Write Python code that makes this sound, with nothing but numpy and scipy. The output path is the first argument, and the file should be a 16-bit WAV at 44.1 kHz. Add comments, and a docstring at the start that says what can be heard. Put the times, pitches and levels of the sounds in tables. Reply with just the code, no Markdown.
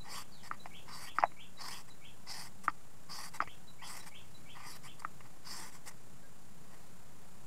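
"""A hand peeler starts cutting fresh coconut meat over a plastic basin in a yard, as a small bird sings.
Each stroke bursts thousands of tiny cells that sound the flesh and ring the blade. After some strokes
the peeler is flicked: its loose blade knocks, then wet strips drop into the basin. The song stops near
five seconds, the eighth stroke follows, and a few light rubs and one faint hoot end the work.
A low rumble, hiss and a thin whine carry on from start to finish."""
import sys
import numpy as np
from scipy import signal
from scipy.fft import rfft, irfft, next_fast_len
from scipy.io import wavfile
from scipy.ndimage import map_coordinates

SR = 44100
rng = np.random.default_rng(int(sys.argv[2]) if len(sys.argv) > 2 else 0)


def unload_audio(sound):
    """Save the sound as a 16-bit wav file, at the path given as the first command line argument."""
    columns = np.transpose(np.atleast_2d(sound))
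    # keep every value between -1 and 1, then stretch to whole-number steps
    steps = np.round(np.clip(columns, -1, 1) * 32767)
    wavfile.write(sys.argv[1], SR, steps.astype(np.int16))


N = 329074
TIME = np.arange(N) / SR
TOP_HZ = 15600

# The tone of the flesh, the ringing blade and the crisp fizz: pitch_hz, level_db
FLESH_TONE = [(200, -6), (520, -23), (700, -4), (850, 6.5), (1230, 4.5), (1380, -6), (1500, 1), (1650, -12),
              (1890, 6), (2250, -3.5), (2500, -7), (3300, -10.5), (3700, -22.5), (6000, -62)]
BLADE_TONE = [(2500, -29), (3800, -18.5), (4300, -10), (4650, 2), (5000, -1.5), (5300, 0.5), (5650, -13.5),
              (6500, -15.5), (10000, -42)]
FIZZ_TONE = [(2000, -3.5), (2900, -10.5), (3400, -5.5), (3750, -13.5), (4600, -9), (5900, 3.5),
             (6400, -6.5), (7500, 0), (8700, 1), (9400, -4.5), (10700, -4.5), (12000, -8), (13000, -7.5),
             (15500, -17)]

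def scraping():
    """The edge sticks and slips through the flesh; one judder shakes the flesh, blade and fizz."""
    (on_flesh, on_blade, on_fizz), progress = pressing()
    judder = unit(undb(1.2 * walk(130) + 0.82 * walk(62)))
    flesh = colour(cells(per_s=6000, spread_db=2.0), FLESH_TONE)
    flesh = shifting(flesh, depth_db=2.5, width_hz=239, per_s=22)
    blade = colour(cells(per_s=9800, spread_db=2.5), BLADE_TONE)
    blade = shifting(blade, depth_db=2.5, width_hz=160, per_s=18)
    fizz = colour(cells(per_s=16000, spread_db=2.0), FIZZ_TONE)
    fizz = shifting(fizz, depth_db=3.2, width_hz=260, per_s=28)
    fizz = climbing(fizz, progress, start_hz=4300, end_hz=16500, width_oct=0.12, lift_db=3.0)
    mix = on_flesh * flesh * undb(1.9) + on_blade * blade * undb(0.35) + on_fizz * fizz * undb(1.5)
    return judder * mix

# Long cuts, which skid until the edge bites: start_s, length_s, bite_after_s, flesh_db, ring_db, fizz_db
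LONG_CUTS = [(0.038, 0.2, 0.058, -53.5, -51.5, -51), (0.866, 0.24, 0.053, -54.5, -52, -55),
             (1.577, 0.25, 0.024, -54, -48.5, -53.5), (2.26, 0.228, .016, -53.5, -47, -52.5),
             (3.084, 0.216, .018, -54, -48, -51), (3.812, 0.21, 0.029, -53.5, -53, -52.5),
             (4.542, 0.24, 0.12, -55, -55, -53.5), (5.438, 0.27, 0.02, -55, -49.5, -53)]
# Short rubs of blade on strip: start_s, length_s, flesh_db, ring_db, fizz_db
SHORT_RUBS = [(0.429, 0.061, -54.5, -56.5, -60), (0.656, 0.02, -57.5, -67, -80),
              (1.15, 0.033, -56.5, -66, -59.5), (1.878, 0.023, -59, -70, -65),
              (2.634, 0.033, -57.5, -67, -54.5), (3.335, .045, -53, -60, -53.5),
              (4.022, 0.029, -58, -65, -63), (4.058, 0.037, -54.5, -64, -57.5),
              (4.831, 0.053, -56, -62.5, -56), (4.995, 0.012, -57, -56, -54.5),
              (5.246, .03, -61.5, -75, -78), (5.722, 0.057, -62, -64.5, -59),
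              (5.857, 0.045, -54, -58, -52.5), (5.908, 0.015, -56, -74, -65), (6.712, 0.042, -63, -72, -71)]

def pressing():
    """How hard the edge drives flesh, blade and fizz, and how far along the coconut slab it is."""
    land_s, leave_s, sink_s = 0.017, 0.015, 0.025
    free_ring_s, fade_db_per_s = 0.056, 81  # the blade rings freely, then the growing strip damps it
    flesh, ring, fizz = np.zeros((3, N))
    progress = np.full(N, .45)  # short rubs touch the middle of the slab
    for start, length, bite_s, flesh_db, ring_db, fizz_db in LONG_CUTS:
        t = TIME[:int(length * SR)]
        contact = np.clip(np.minimum(t / land_s, (length - t) / leave_s), 0, 1)
        slow = 1 - np.sin(np.pi * t / length)  # a stroke is slower, so softer, at both ends
        skid = (1 - np.tanh((t - bite_s) / sink_s)) / 2  # 1 on the surface, 0 once dug in
        damping_db = fade_db_per_s * np.maximum(t - bite_s - free_ring_s, 0)
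        shallow_db = -14 * skid - 0.5 * np.exp(-t / 0.082)  # fizz builds as the cut deepens
        squeak_db = 3 * np.exp(-((t - bite_s - .014) / 0.009) ** 2)  # the edge catches after biting
        add(flesh, start, contact * undb(flesh_db - 3 * slow))
        add(ring, start, contact * undb(ring_db - 13 * skid + squeak_db - damping_db))
        add(fizz, start, contact * undb(fizz_db + shallow_db - 5 * slow))
        progress[int(start * SR):][:len(t)] = t / length
    for start, length, *levels in SHORT_RUBS:
        for part, db in zip((flesh, ring, fizz), levels):
            add(part, start, undb(db) * swell(length))
    for start, db, slide_s in BLADE_KNOCKS:  # after each knock in flicks(), the blade slides to rest
        add(flesh, start, undb(db - 33) * swell(slide_s))
        add(ring, start, undb(db - 47.5) * swell(slide_s))
    return (flesh, ring, fizz), progress

def cells(per_s, spread_db):
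    """Cells burst under the edge as a crowd of tiny clicks of uneven size."""
    bursts = rng.random(N) < per_s / SR
    return bursts * rng.standard_normal(N) * undb(spread_db * rng.standard_normal(N))

def shifting(x, depth_db, width_hz, per_s):
    """As the contact slides and the strip grows, narrow bands of ringing come and go."""
    hz, t, spectrum = signal.stft(x, SR, nperseg=512)
    chance = rng.standard_normal((256, 1024))
    grid = np.meshgrid(hz / width_hz, t * per_s, indexing="ij")
    patches = map_coordinates(chance, grid, order=1, mode="wrap")
    return unit(signal.istft(spectrum * undb(depth_db * unit(patches)), SR)[1][:N])

def climbing(x, progress, start_hz, end_hz, width_oct, lift_db):
    """The uncut part of the slab shortens, so one band of ringing climbs through each stroke."""
    hz, t, spectrum = signal.stft(x, SR, nperseg=256)
    centre_hz = start_hz * (end_hz / start_hz) ** np.interp(t, TIME, progress)
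    octaves = np.log2((hz[:, None] + 1) / centre_hz)
    lift = undb(lift_db * np.exp(-(octaves / width_oct) ** 2))
    return unit(signal.istft(spectrum * lift, SR)[1][:N])

# The loose blade knocks in its holder: start_s, level_db, slide_s
BLADE_KNOCKS = [(0.5125, -23.5, 0.042), (1.185, -15.5, 0.047), (2.6806, -14, 0.025), (3.4036, -16.5, 0.041),
                (3.4131, -29, .02), (5.0484, -23, 0.01)]
# Ticks of bare steel: start_s, level_db
STEEL_TICKS = [(1.189, -38.5), (1.2016, -37), (3.414, -40), (3.423, -40.5)]
# How the holder, the hollow of the hand and the steel ring: pitch_hz, level_db, fade_s
HOLDER_RING = [(890, -10, 0.068), (1269, 18, .016), (1474, -22, 0.014), (1850, -1.5, 0.038),
               (2300, -12, 0.025), (2580, -5, 0.016)]
HAND_RING = [(297, 0, 0.037)]
STEEL_RING = [(4920, 5, 0.026), (5270, 0, 0.028), (5600, -4, 0.014)]

def flicks():
    """Shaking a strip free knocks the blade against its holder and leaves the steel ticking."""
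    out = np.zeros(N)
    holder = strike(HOLDER_RING, low_hz=676, top_hz=2230)
    hand = undb(-26.5) * strike(HAND_RING, low_hz=150, top_hz=410)
    for start, db, _ in BLADE_KNOCKS:
        add(out, start, undb(db) * (holder + hand))
    for start, db in STEEL_TICKS:
        add(out, start, undb(db) * strike(STEEL_RING, low_hz=2470, top_hz=7100))
    return out

# Thuds and small bounces as strips land; close rows make one plop:
# start_s, level_db, pitch_ratio, splash_db (relative to level_db)
WET_PLOPS = [(0.6575, -35, 1.02, -2), (1.2263, -23.5, 1.2, -10), (1.2353, -24, 2.1, -29),
             (1.2368, -11.5, 1, -18), (1.243, -34, 1.27, -12), (1.2557, -35, 0.86, -12),
             (1.3183, -51, 1.5, 5.5), (3.4192, -30, 1.3, -5.5), (3.4235, -32.5, 0.92, -25),
             (3.4742, -41, 1.5, 7), (5.0213, -40.5, 1.22, -9), (5.03, -49, 1.6, -10),
             (5.2061, -46, 1.4, 7.5)]
# How the heap in the basin rings: pitch_hz, level_db, fade_s
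HEAP_RING = [(712, 6.5, 0.051), (788, 24, 0.013), (1050, -10, 0.013), (1890, -3, 0.022), (2290, -24, 0.018)]
# The tone of a splash: pitch_hz, level_db
SPLASH_TONE = [(400, 11), (1200, -33), (2000, 18.5), (2700, 5), (3600, -25), (5200, -5), (9000, -39),
               (15000, -63)]

def plops():
    """Strips land and bounce on the wet heap; every touch is a thud with a very short splash."""
    out, t = np.zeros(N), TIME[:SR // 8]
    burst = np.exp(-t / 0.0048) * (1 - np.exp(-(t / 0.0003) ** 2))
    for start, db, ratio, splash_db in WET_PLOPS:
        splash = colour(rng.standard_normal(len(t)), SPLASH_TONE) * burst
        thud = strike(HEAP_RING, low_hz=615, top_hz=2360, ratio=ratio)
        add(out, start, undb(db) * (thud + undb(splash_db) * splash / 2))
    return out

# The shapes of four bird notes: time_in_note_s, pitch_hz, level_db
RISING_NOTE = [(0, 2000, -14), (.007, 2240, 1), (.028, 2350, -10.5), (.034, 2650, 1), (.045, 3130, 5),
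               (.062, 3540, -2.5), (.073, 2950, -10.5), (.084, 2480, 18)]
PIP_NOTE = [(0, 3880, -18), (.008, 3990, 4), (.016, 3935, 5.5), (.032, 3950, -8)]
FALLING_NOTE = [(0, 4730, 5), (.018, 4210, -2.5), (.06, 3640, -13), (.105, 2750, -4)]
HOOT_NOTE = [(0, 1600, -6), (.02, 1620, 2), (.05, 1610, -12)]
# When the notes are sung: start_s, level_db
RISING_CALLS = [(0.106, -54.5), (0.704, -55), (1.032, -55), (1.360, -55.5), (1.677, -55), (2.007, -57.5),
                (3.448, -59), (3.783, -56.5), (4.109, -55.5), (4.452, -57.5), (4.834, -58)]
FALLING_CALLS = [(0.316, -57)]
HOOT_CALLS = [(6.21, -69)]

def birds():
    """Far birds, blurred by echoes: a repeated pip and rising note, one falling note and one hoot."""
    notes = whistle(RISING_NOTE, RISING_CALLS) + whistle(FALLING_NOTE, FALLING_CALLS)
    notes += whistle(HOOT_NOTE, HOOT_CALLS)
    notes = echoes(notes, fade_s=.25, echo_db=8)
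    pip_calls = [(start - .111, db - 3) for start, db in RISING_CALLS]  # just before each rising note
    pips = echoes(whistle(PIP_NOTE, pip_calls), fade_s=0.15, echo_db=-0.5)
    return undb(-4.5) * notes + pips

def whistle(note, calls):
    """One slightly wavering bird note, sung at a slightly different pitch each time."""
    times, hz, note_db = np.transpose(note)
    out, t = np.zeros(N), TIME[:int(times[-1] * SR)]
    shape = undb(np.interp(t, times, note_db)) * signal.windows.tukey(len(t), .2)
    for start, db in calls:
        waver = .012 * walk(400)[:len(t)]
        pitch = np.interp(t, times, hz) * (1 + 0.0022 * rng.standard_normal() + waver)
        add(out, start, undb(db) * shape * np.sin(2 * np.pi * np.cumsum(pitch) / SR))
    return out

# The tone of the yard's rumble and hiss: pitch_hz, level_db
YARD_TONE = [(15, -20), (25, -4.5), (45, -7.5), (65, -9), (115, -3.5), (175, -2), (225, -9), (320, -13),
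             (950, -15.5), (1500, -19.5), (3200, -26.5), (5200, -27), (8500, -25.5), (15500, -33.5)]

def yard(recorder_flutter_hz=31.29):
    """Distant rumble, hiss and hum; the recorder adds a quick, shallow flutter to their level."""
    air = colour(rng.standard_normal(N), YARD_TONE) * undb(-58.91 + .5 * walk(4.26))
    hum = sum(undb(db + 1.8 * walk(9)) * np.sin(2 * np.pi * hz * TIME + 1.53 * walk(20))
              for hz, db in [(122, -71.5), (185, -68.0)])
    return (air + hum) * undb(1.35 * np.cos(2 * np.pi * recorder_flutter_hz * TIME))

# The high tones of the whine: pitch_hz, level_db
WHINE_TONES = [(4985, -91), (6089, -89), (6202, -90), (6643, -92), (6751, -91), (6982, -90), (7090, -78),
               (7192, -85), (7424, -87), (7531, -84), (8086, -91), (8199, -90), (8301, -92), (8419, -90),
               (8866, -89), (8969, -91), (10072, -89), (10309, -91), (10632, -93), (14180, -92)]

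def whine():
    """A thin electronic whine made of many faint, slightly unsteady tones."""
    return sum(undb(db + 1) * np.sqrt(2) * np.sin(2 * np.pi * hz * TIME + .7 * walk(25))
               for hz, db in WHINE_TONES)

def echoes(x, fade_s, echo_db):
    """Add scattered echoes from the yard's walls and ground, falling 60 dB in fade_s."""
    t = TIME[:SR // 2]
    tail = rng.standard_normal(len(t)) * undb(-60 * t / fade_s) * (1 - np.exp(-t / 0.00089))
    return x + undb(echo_db) * signal.fftconvolve(x, tail / np.linalg.norm(tail))[:N]

def strike(tones, low_hz, top_hz, ratio=1):
    """A struck thing rings and fades; a small body gives no bass and a soft hit dulls the treble."""
    t = TIME[:SR // 8]
    ring = sum(undb(db - 60 * t / fade_s) * np.cos(2 * np.pi * hz * ratio * t)
               for hz, db, fade_s in tones)
    ring = signal.sosfilt(signal.butter(5, low_hz, "high", fs=SR, output="sos"), ring)
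    ring = signal.sosfilt(signal.butter(8, top_hz, fs=SR, output="sos"), ring)
    return ring / np.abs(ring).max()

def swell(length_s):
    """The rounded rise and fall of a brief touch."""
    return np.sqrt(np.abs(np.sin(np.linspace(0, np.pi, int(length_s * SR)))))

def colour(x, tone):
    """Shape the bass and treble of x with a tone table, at an average strength of 1."""
    hz, db = np.transpose(sorted(tone))
    size = next_fast_len(len(x))
    all_hz = np.maximum(np.fft.rfftfreq(size, 1 / SR), 1)
    gain = undb(np.interp(np.log(all_hz), np.log(hz), db))
    return unit(irfft(rfft(x, size) * gain, size)[:len(x)])

def walk(per_s):
    """A random wobble of typical size 1 that heads for a new value per_s times a second."""
    steps = rng.standard_normal(8192)
    return unit(np.interp(TIME * per_s, np.arange(len(steps)), steps))

def undb(db):
    """Turn decibels into a number to multiply by."""
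    return 10 ** (np.asarray(db) / 20)

def unit(x):
    """Scale x to an average strength (rms) of 1."""
    return x / np.sqrt(np.mean(x ** 2))

def add(out, start_s, x):
    """Mix x into out at start_s."""
    i = max(int(start_s * SR), 0)
    out[i:i + len(x)] += x[:N - i]

def scene():
    """The peeling is close, with little echo; the birds, yard and whine lie behind it."""
    peeling = echoes(scraping() + flicks() + plops(), fade_s=0.071, echo_db=-17)
    return (peeling + birds() + yard() + whine())[None]

def record(dry):
    """Cut the highest treble and shift the wave slightly below zero."""
    return signal.sosfilt(signal.ellip(10, .2, 70, TOP_HZ, fs=SR, output="sos"), dry) - .0111

dry = scene()
out = record(dry)
unload_audio(out)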